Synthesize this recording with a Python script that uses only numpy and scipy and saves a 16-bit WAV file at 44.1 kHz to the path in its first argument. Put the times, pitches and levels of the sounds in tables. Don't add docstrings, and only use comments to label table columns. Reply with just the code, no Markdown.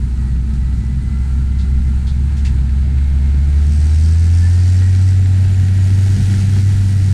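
import sys
import numpy as np
from scipy import signal
from scipy.fft import rfft, irfft
from scipy.io import wavfile
from scipy.ndimage import uniform_filter1d, minimum_filter1d

SR = 44100
rng = np.random.default_rng(int(sys.argv[2]) if len(sys.argv) > 2 else 0)


def digitize_waveform(pressure):
    field = np.atleast_2d(pressure).T
    bounded = np.clip(field, -1, 1)
    quanta = np.round(bounded * 32767).astype(np.int16)
    wavfile.write(sys.argv[1], SR, quanta)


N = 314433
T = np.arange(N) / SR
FREQ = np.maximum(np.fft.rfftfreq(N, 1 / SR), 1)
PASSES_S, NEAREST_M, SPEED_M_S = 6.35, 6.58, 2.92
LOW_MESH, MID_MESH, HIGH_MESH = 20.03, 20.7, 30.7

# (frequency [Hz], width [Hz], gain [dB])
PANEL_RINGS = [(1640, 260, 1), (2900, 140, 0), (3410, 200, -0.5), (3960, 200, 1.5), (4590, 200, 2),
               (5560, 220, 2)]


def undb(db):
    return 10 ** (np.asarray(db) / 20)


def unit(x):
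    return x / np.sqrt(np.mean(x ** 2))


def curves(table):
    times, *columns = np.transpose(table)
    return [np.interp(T, times, column) for column in columns]


def swell(start, end, fade):
    return np.clip(np.minimum(T - start, end - T) / fade, 0, 1)


def noise():
    return rng.standard_normal(N)


def tone(hz):
    return np.sqrt(2) * np.sin(2 * np.pi * np.cumsum(hz) / SR)


def shape(x, spectrum):
    hz, db = np.transpose(spectrum)
    return irfft(rfft(x) * undb(np.interp(np.log(FREQ), np.log(hz), db)), N)


def colour(x, spectrum):
    return unit(shape(x, spectrum))


def resonate(x, bells):
    db = sum(gain * np.exp(-2 * ((FREQ - hz) / width) ** 2) for hz, width, gain in bells)
    return irfft(rfft(x) * undb(db), N)


def wander(rate):
    steps = 8192
    hz = np.fft.rfftfreq(steps, T[-1] / steps)
    slow = irfft(rfft(rng.standard_normal(steps)) / (1 + (hz / rate) ** 4))
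    return unit(np.interp(T, np.linspace(0, T[-1], steps), slow))


def drive_past():
    along = SPEED_M_S * (T - PASSES_S)
    return np.hypot(along, NEAREST_M), np.degrees(np.arctan2(along, NEAREST_M))


def firings(cycle, decay, scatter_db):
    strength = undb(scatter_db * rng.standard_normal(N))[cycle.astype(int)]
    return unit(strength * np.exp(-(cycle % 1) / decay))


def exhaust(cycle, metres, bay):
    # (time [s], level [dB])
    boom_levels = [(0, -16), (1.15, -16.5), (1.35, -14), (2.55, -14), (3.6, -10.6), (4.3, -9), (5.3, -9.5),
                   (5.65, -11), (5.95, -9), (6.18, -12.5), (6.5, -10), (7.13, -12)]
    # (time [s], base level relative to the boom [dB])
    rasp_levels = [(0, -23), (3.8, -20.5), (4.45, -23.5), (5.05, -30), (5.9, -24), (7.13, -19.5)]
    # (multiple of the firing rate, level relative to the boom [dB])
    weak_tones = [(.5, -23.5), (1.5, -31), (3, -35)]
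    boom_db, = curves(boom_levels)
    rasp_db, = curves(rasp_levels)
    phase = 2 * np.pi * cycle
    waver_db = 0.0347 * metres * wander(9.1)
    boom = np.sin(phase) * undb(waver_db)
    rasp = np.sin(2 * phase + 1) * undb(rasp_db + 10.5 * bay + 2.7 * wander(13))
    weak = sum(np.sin(multiple * phase + rng.uniform(0, 2 * np.pi)) * undb(db + 2.2 * wander(1.9))
               for multiple, db in weak_tones)
    return np.sqrt(2) * (boom + rasp + weak) * undb(boom_db)


def block_clatter(cycle, metres, bay):
    # (frequency [Hz], relative level [dB])
    block_spectrum = [(120, -3), (230, 16.5), (390, 9.5), (500, 2.5), (750, 0.5), (1000, -6), (1600, 0),
                      (2200, -1.5), (3100, -6), (4300, -8), (5500, -16.5), (9000, -23), (14000, -27)]
    knocks = noise() * firings(cycle, decay=0.29, scatter_db=4.5)
    fan = noise()
    clatter = resonate(colour(fan + undb(-8) * knocks, block_spectrum), PANEL_RINGS)
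    throttle_db = 1.45 * swell(3.265, 5.31, fade=0.37)
    level_db = -35.5 + throttle_db + 3.5 * bay + 0.38 * wander(11)
    return clatter * undb(level_db) * NEAREST_M / metres


def over_ground(x):
    # (time [s], delay [ms], gain [dB])
    bounce = [(3.4, 1.9, -15.5), (3.67, 1.57, -12), (4.05, 1.9, -3), (4.4, 1.88, -8), (4.7, 1.95, -8),
              (5.1, 2.2, -11), (5.7, 2.6, -13), (7.13, 2.9, -12.5)]
    # (frequency [Hz], gain [dB])
    grass_spectrum = [(5500, 4.5), (7500, 1), (10000, -11)]
    delay_ms, echo_db = curves(bounce)
    delay_ms = delay_ms + .012 * wander(6)
    finer = signal.resample_poly(shape(x, grass_spectrum), 4, 1)
    echo = np.interp(T - delay_ms / 1000, np.arange(4 * N) / (4 * SR), finer)
    return unit(x + undb(echo_db) * echo)


def turbo_hiss(cycle, bay):
    # (time [s], base level [dB])
    hiss_levels = [(0, -57), (2.9, -58), (3.5, -51.5), (3.7, -44), (4.6, -40), (5, -42), (5.6, -48.5),
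                   (6.1, -42), (7.13, -43)]
    # (frequency [Hz], relative level [dB])
    hiss_spectrum = [(1500, -7), (2400, -3.5), (3300, -8), (4600, 1.5), (6000, 2), (7500, -0.5),
                     (8700, 1.5), (10000, -1), (12500, -2.5), (15000, -16.5)]
    # (frequency [Hz], relative level [dB])
    sizzle_spectrum = [(6500, -30), (7600, -10), (8100, 9), (8700, -9), (10000, -33)]
    hiss_db, = curves(hiss_levels)
    surges = unit(1 + .65 * firings(cycle, decay=.28, scatter_db=2))
    gas = resonate(colour(noise() * surges, hiss_spectrum), PANEL_RINGS)
    hiss = over_ground(gas) * undb(hiss_db + 3 * bay + 0.56 * wander(4.9))
    sizzle = colour(noise() * surges, sizzle_spectrum) * swell(3.6, 4.3, fade=.16) * undb(-51)
    return hiss + sizzle


def gear_whine(firing_hz):
    # (multiple of the firing rate, start [s], end [s], level [dB])
    whines = [(HIGH_MESH, .1, .42, -55.5), (HIGH_MESH, .55, 1.32, -55), (HIGH_MESH, 1.45, 1.95, -55),
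              (HIGH_MESH, 2.17, 2.52, -57), (HIGH_MESH, 2.8, 3.68, -54), (HIGH_MESH, 5.3, 6.4, -60),
              (LOW_MESH, 0, .8, -59.5), (LOW_MESH, 4.36, 4.53, -45), (LOW_MESH, 5.3, 7.2, -53),
              (MID_MESH, 1, 2, -55), (MID_MESH, 4.03, 5.3, -52.5), (20.45, 4.78, 4.96, -45),
              (9.25, 2.7, 3.6, -60), (8.7, 3.3, 3.9, -57), (6.67, 5.2, 6.2, -54), (8, 5, 6, -57),
              (33.7, 6.2, 6.8, -56)]
    steady_hz = uniform_filter1d(firing_hz, size=SR // 3, mode="nearest")
    out = 0
    for multiple, start, end, db in whines:
        whine = tone(multiple * steady_hz * (1 + .0035 * wander(40)))
        out = out + whine * swell(start, end, fade=.08) * undb(db + 2.5 * wander(14))
    return out


def wind():
    # (time [s], base level [dB])
    rumble_levels = [(0, -22.5), (2.5, -23), (3.6, -25), (4.8, -33), (5.7, -24), (6.3, -22), (7.13, -21.5)]
    # (peak time [s], half-length [s], change in rumble [dB], rise in buffeting [dB])
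    gusts = [(0.78, .05, 5, 4), (1.018, .08, 1.5, 7), (1.402, .06, 2, 13), (1.83, .12, 1.5, 17),
             (2.13, .08, .5, 15), (2.536, .08, 5, 10), (3.079, .06, -2, 17), (5.635, .05, 3.5, 3),
             (6.2, 0.061, 4.5, 0), (6.85, .16, -2.5, 5)]
    # (frequency [Hz], relative level [dB])
    rumble_spectrum = [(15, -12), (30, -20.5), (45, 4.5), (75, -0.5), (110, 3), (150, -4.5), (200, -8.5),
                       (240, -13.5), (290, -22.5), (400, -27.5), (520, -40.5), (900, -54.5)]
    # (frequency [Hz], width [Hz], gain [dB])
    housing_rings = [(137, 33, 2.5), (237, 14.5, 5.5)]
    # (frequency [Hz], relative level [dB])
    buffet_spectrum = [(2, -22), (8, 10.5), (16, 7), (28, 8), (50, -17), (100, -56.5)]
    # (frequency [Hz], relative level [dB])
    field_spectrum = [(500, -6), (850, 14), (1400, 11), (2500, -1), (3400, -9), (4100, 3.5), (5300, -8.5),
                      (7000, -2), (8100, 0), (10000, -2.5), (13000, -4), (15000, -10)]
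    rumble_db, = curves(rumble_levels)
    buffet_db = -34.5
    for peak, half_length, rumble_change_db, buffet_rise_db in gusts:
        gust = np.exp(-((T - peak) / half_length) ** 2)
        rumble_db = rumble_db + rumble_change_db * gust
        buffet_db = buffet_db + buffet_rise_db * gust
    rumble = unit(resonate(colour(noise(), rumble_spectrum), housing_rings)) * undb(rumble_db)
    buffet = colour(noise(), buffet_spectrum) * undb(buffet_db)
    field_hiss = colour(noise(), field_spectrum) * undb(-47 + 1.1 * wander(5))
    return rumble + buffet + field_hiss


def parked_tractor():
    # (multiple of the firing rate, base level [dB])
    idle_tones = [(1, -32.5), (2, -53), (3, -29.5), (4, -38), (5, -34), (6, -56), (7, -52)]
    # (time [s], gain [dB])
    facing_gains = [(0, 1), (2.6, -2), (3.6, -3.5), (4.6, -6), (5.5, -3.5), (7.13, -2.5)]
    facing_db, = curves(facing_gains)
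    firing_hz = 43.53 * (1 + 0.007 * wander(7.2))
    phase = 2 * np.pi * np.cumsum(firing_hz) / SR
    drone = sum(np.sin(multiple * phase + rng.uniform(0, 2 * np.pi)) * undb(db + 2.42 * wander(6.7))
                for multiple, db in idle_tones)
    return np.sqrt(2) * drone * undb(facing_db)


def short_hisses():
    # (start [s], hold [s], level [dB], centre frequency [Hz], width [octaves])
    hisses = [(0.532, 0.0255, -53, 4472, 1.02), (1.585, 0.0314, -44, 3887, 0.3),
              (2.067, 0.027, -41, 3740, 0.24), (2.367, 0.02285, -43, 3500, 1.1),
              (2.446, 0.024, -35.5, 2480, 1.2)]
    # (frequency [Hz], width [Hz], gain [dB])
    hiss_rings = [(1800, 250, 7), (2600, 200, 6), (4760, 250, 1.5), (6900, 350, 1)]
    rise_s, tail_s = 0.0029, 0.024
    broad = 0.145 / (1 + (np.log2(FREQ / 5500) / 0.69) ** 4)
    out = 0
    for start, hold, db, hz, octaves in hisses:
        peak = 1 / (1 + (np.log2(FREQ / hz) / octaves) ** 2)
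        hiss = irfft(rfft(noise()) * (peak + broad), N)
        rise = np.clip((T - start) / rise_s, 0, 1)
        tail = np.exp(-np.maximum(T - start - hold, 0) / tail_s)
        out = out + unit(resonate(hiss, hiss_rings)) * rise * tail * undb(db)
    return out


def turbo_whistle():
    # (time [s], frequency [Hz])
    blade_pitches = [(4.4, 6864), (4.72, 7480), (4.95, 7755), (5.15, 7697), (5.65, 6974), (5.9, 6700),
                     (6.6, 6693)]
    hz, = curves(blade_pitches)
    whistle = tone(hz * (1 + .003 * wander(120)))
    flicker = unit(.7 + wander(45))
    return whistle * flicker * swell(4.45, 6.7, fade=.2) * undb(-54.5)


def tyre_swish(off_deg):
    # (frequency [Hz], relative level [dB])
    stubble_spectrum = [(900, -7.5), (2500, -2), (3500, 2), (5500, 1), (9000, 1.5), (12000, 5.5),
                        (15000, -2.5)]
    swish_db = -40.5 - 10 * (off_deg / 30) ** 2
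    return colour(noise(), stubble_spectrum) * undb(swish_db + 1.4 * wander(60))


def limiter(x, ceiling_db=-4.5, hold_s=.04):
    window = int(hold_s * SR)
    gain = np.minimum(1, undb(ceiling_db) / (np.abs(x) + 1e-9))
    held_gain = minimum_filter1d(gain, size=window)
    return x * uniform_filter1d(held_gain, size=window)


def scene():
    # (time [s], firing rate [Hz])
    engine_speeds = [(0, 63.5), (0.3, 62.67), (1.15, 65.86), (2.05, 67.02), (2.35, 70.16), (2.64, 65.2),
                     (2.9, 69.6), (3.35, 69.5), (3.85, 75.64), (4.2, 83.23), (4.75, 91.7), (5, 93.63),
                     (5.76, 94.57), (6.05, 96.5), (6.75, 97.57), (7.13, 95.35)]
    firing_hz, = curves(engine_speeds)
    cycle = np.cumsum(firing_hz) / SR
    metres, off_deg = drive_past()
    bay = np.exp(-(off_deg / 5.9) ** 2)
    engine = exhaust(cycle, metres, bay) + block_clatter(cycle, metres, bay)
    turbo = turbo_hiss(cycle, bay) + turbo_whistle()
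    tractor = engine + turbo + gear_whine(firing_hz) + tyre_swish(off_deg)
    return (tractor + short_hisses() + wind() + parked_tractor())[None]


def record(dry):
    # (frequency [Hz], width [Hz], gain [dB])
    midrange_dips = [(438.3, 15, -13.5), (566.6, 63, -10.5), (1113.7, 165, -8.5)]
    # (frequency [Hz], gain [dB])
    treble_loss = [(8500, 0), (10000, -5), (11300, -14), (12700, -13), (14000, -14.5), (15000, -17.5)]
    faded = dry[0] * swell(0, T[-1], fade=.002)
    heard = limiter(shape(resonate(faded, midrange_dips), treble_loss))
    top_hz = 15200
    top_cut = signal.ellip(8, .2, 80, top_hz, fs=SR, output="sos")
    return signal.sosfilt(top_cut, heard)[None]


dry = scene()
out = record(dry)
digitize_waveform(out)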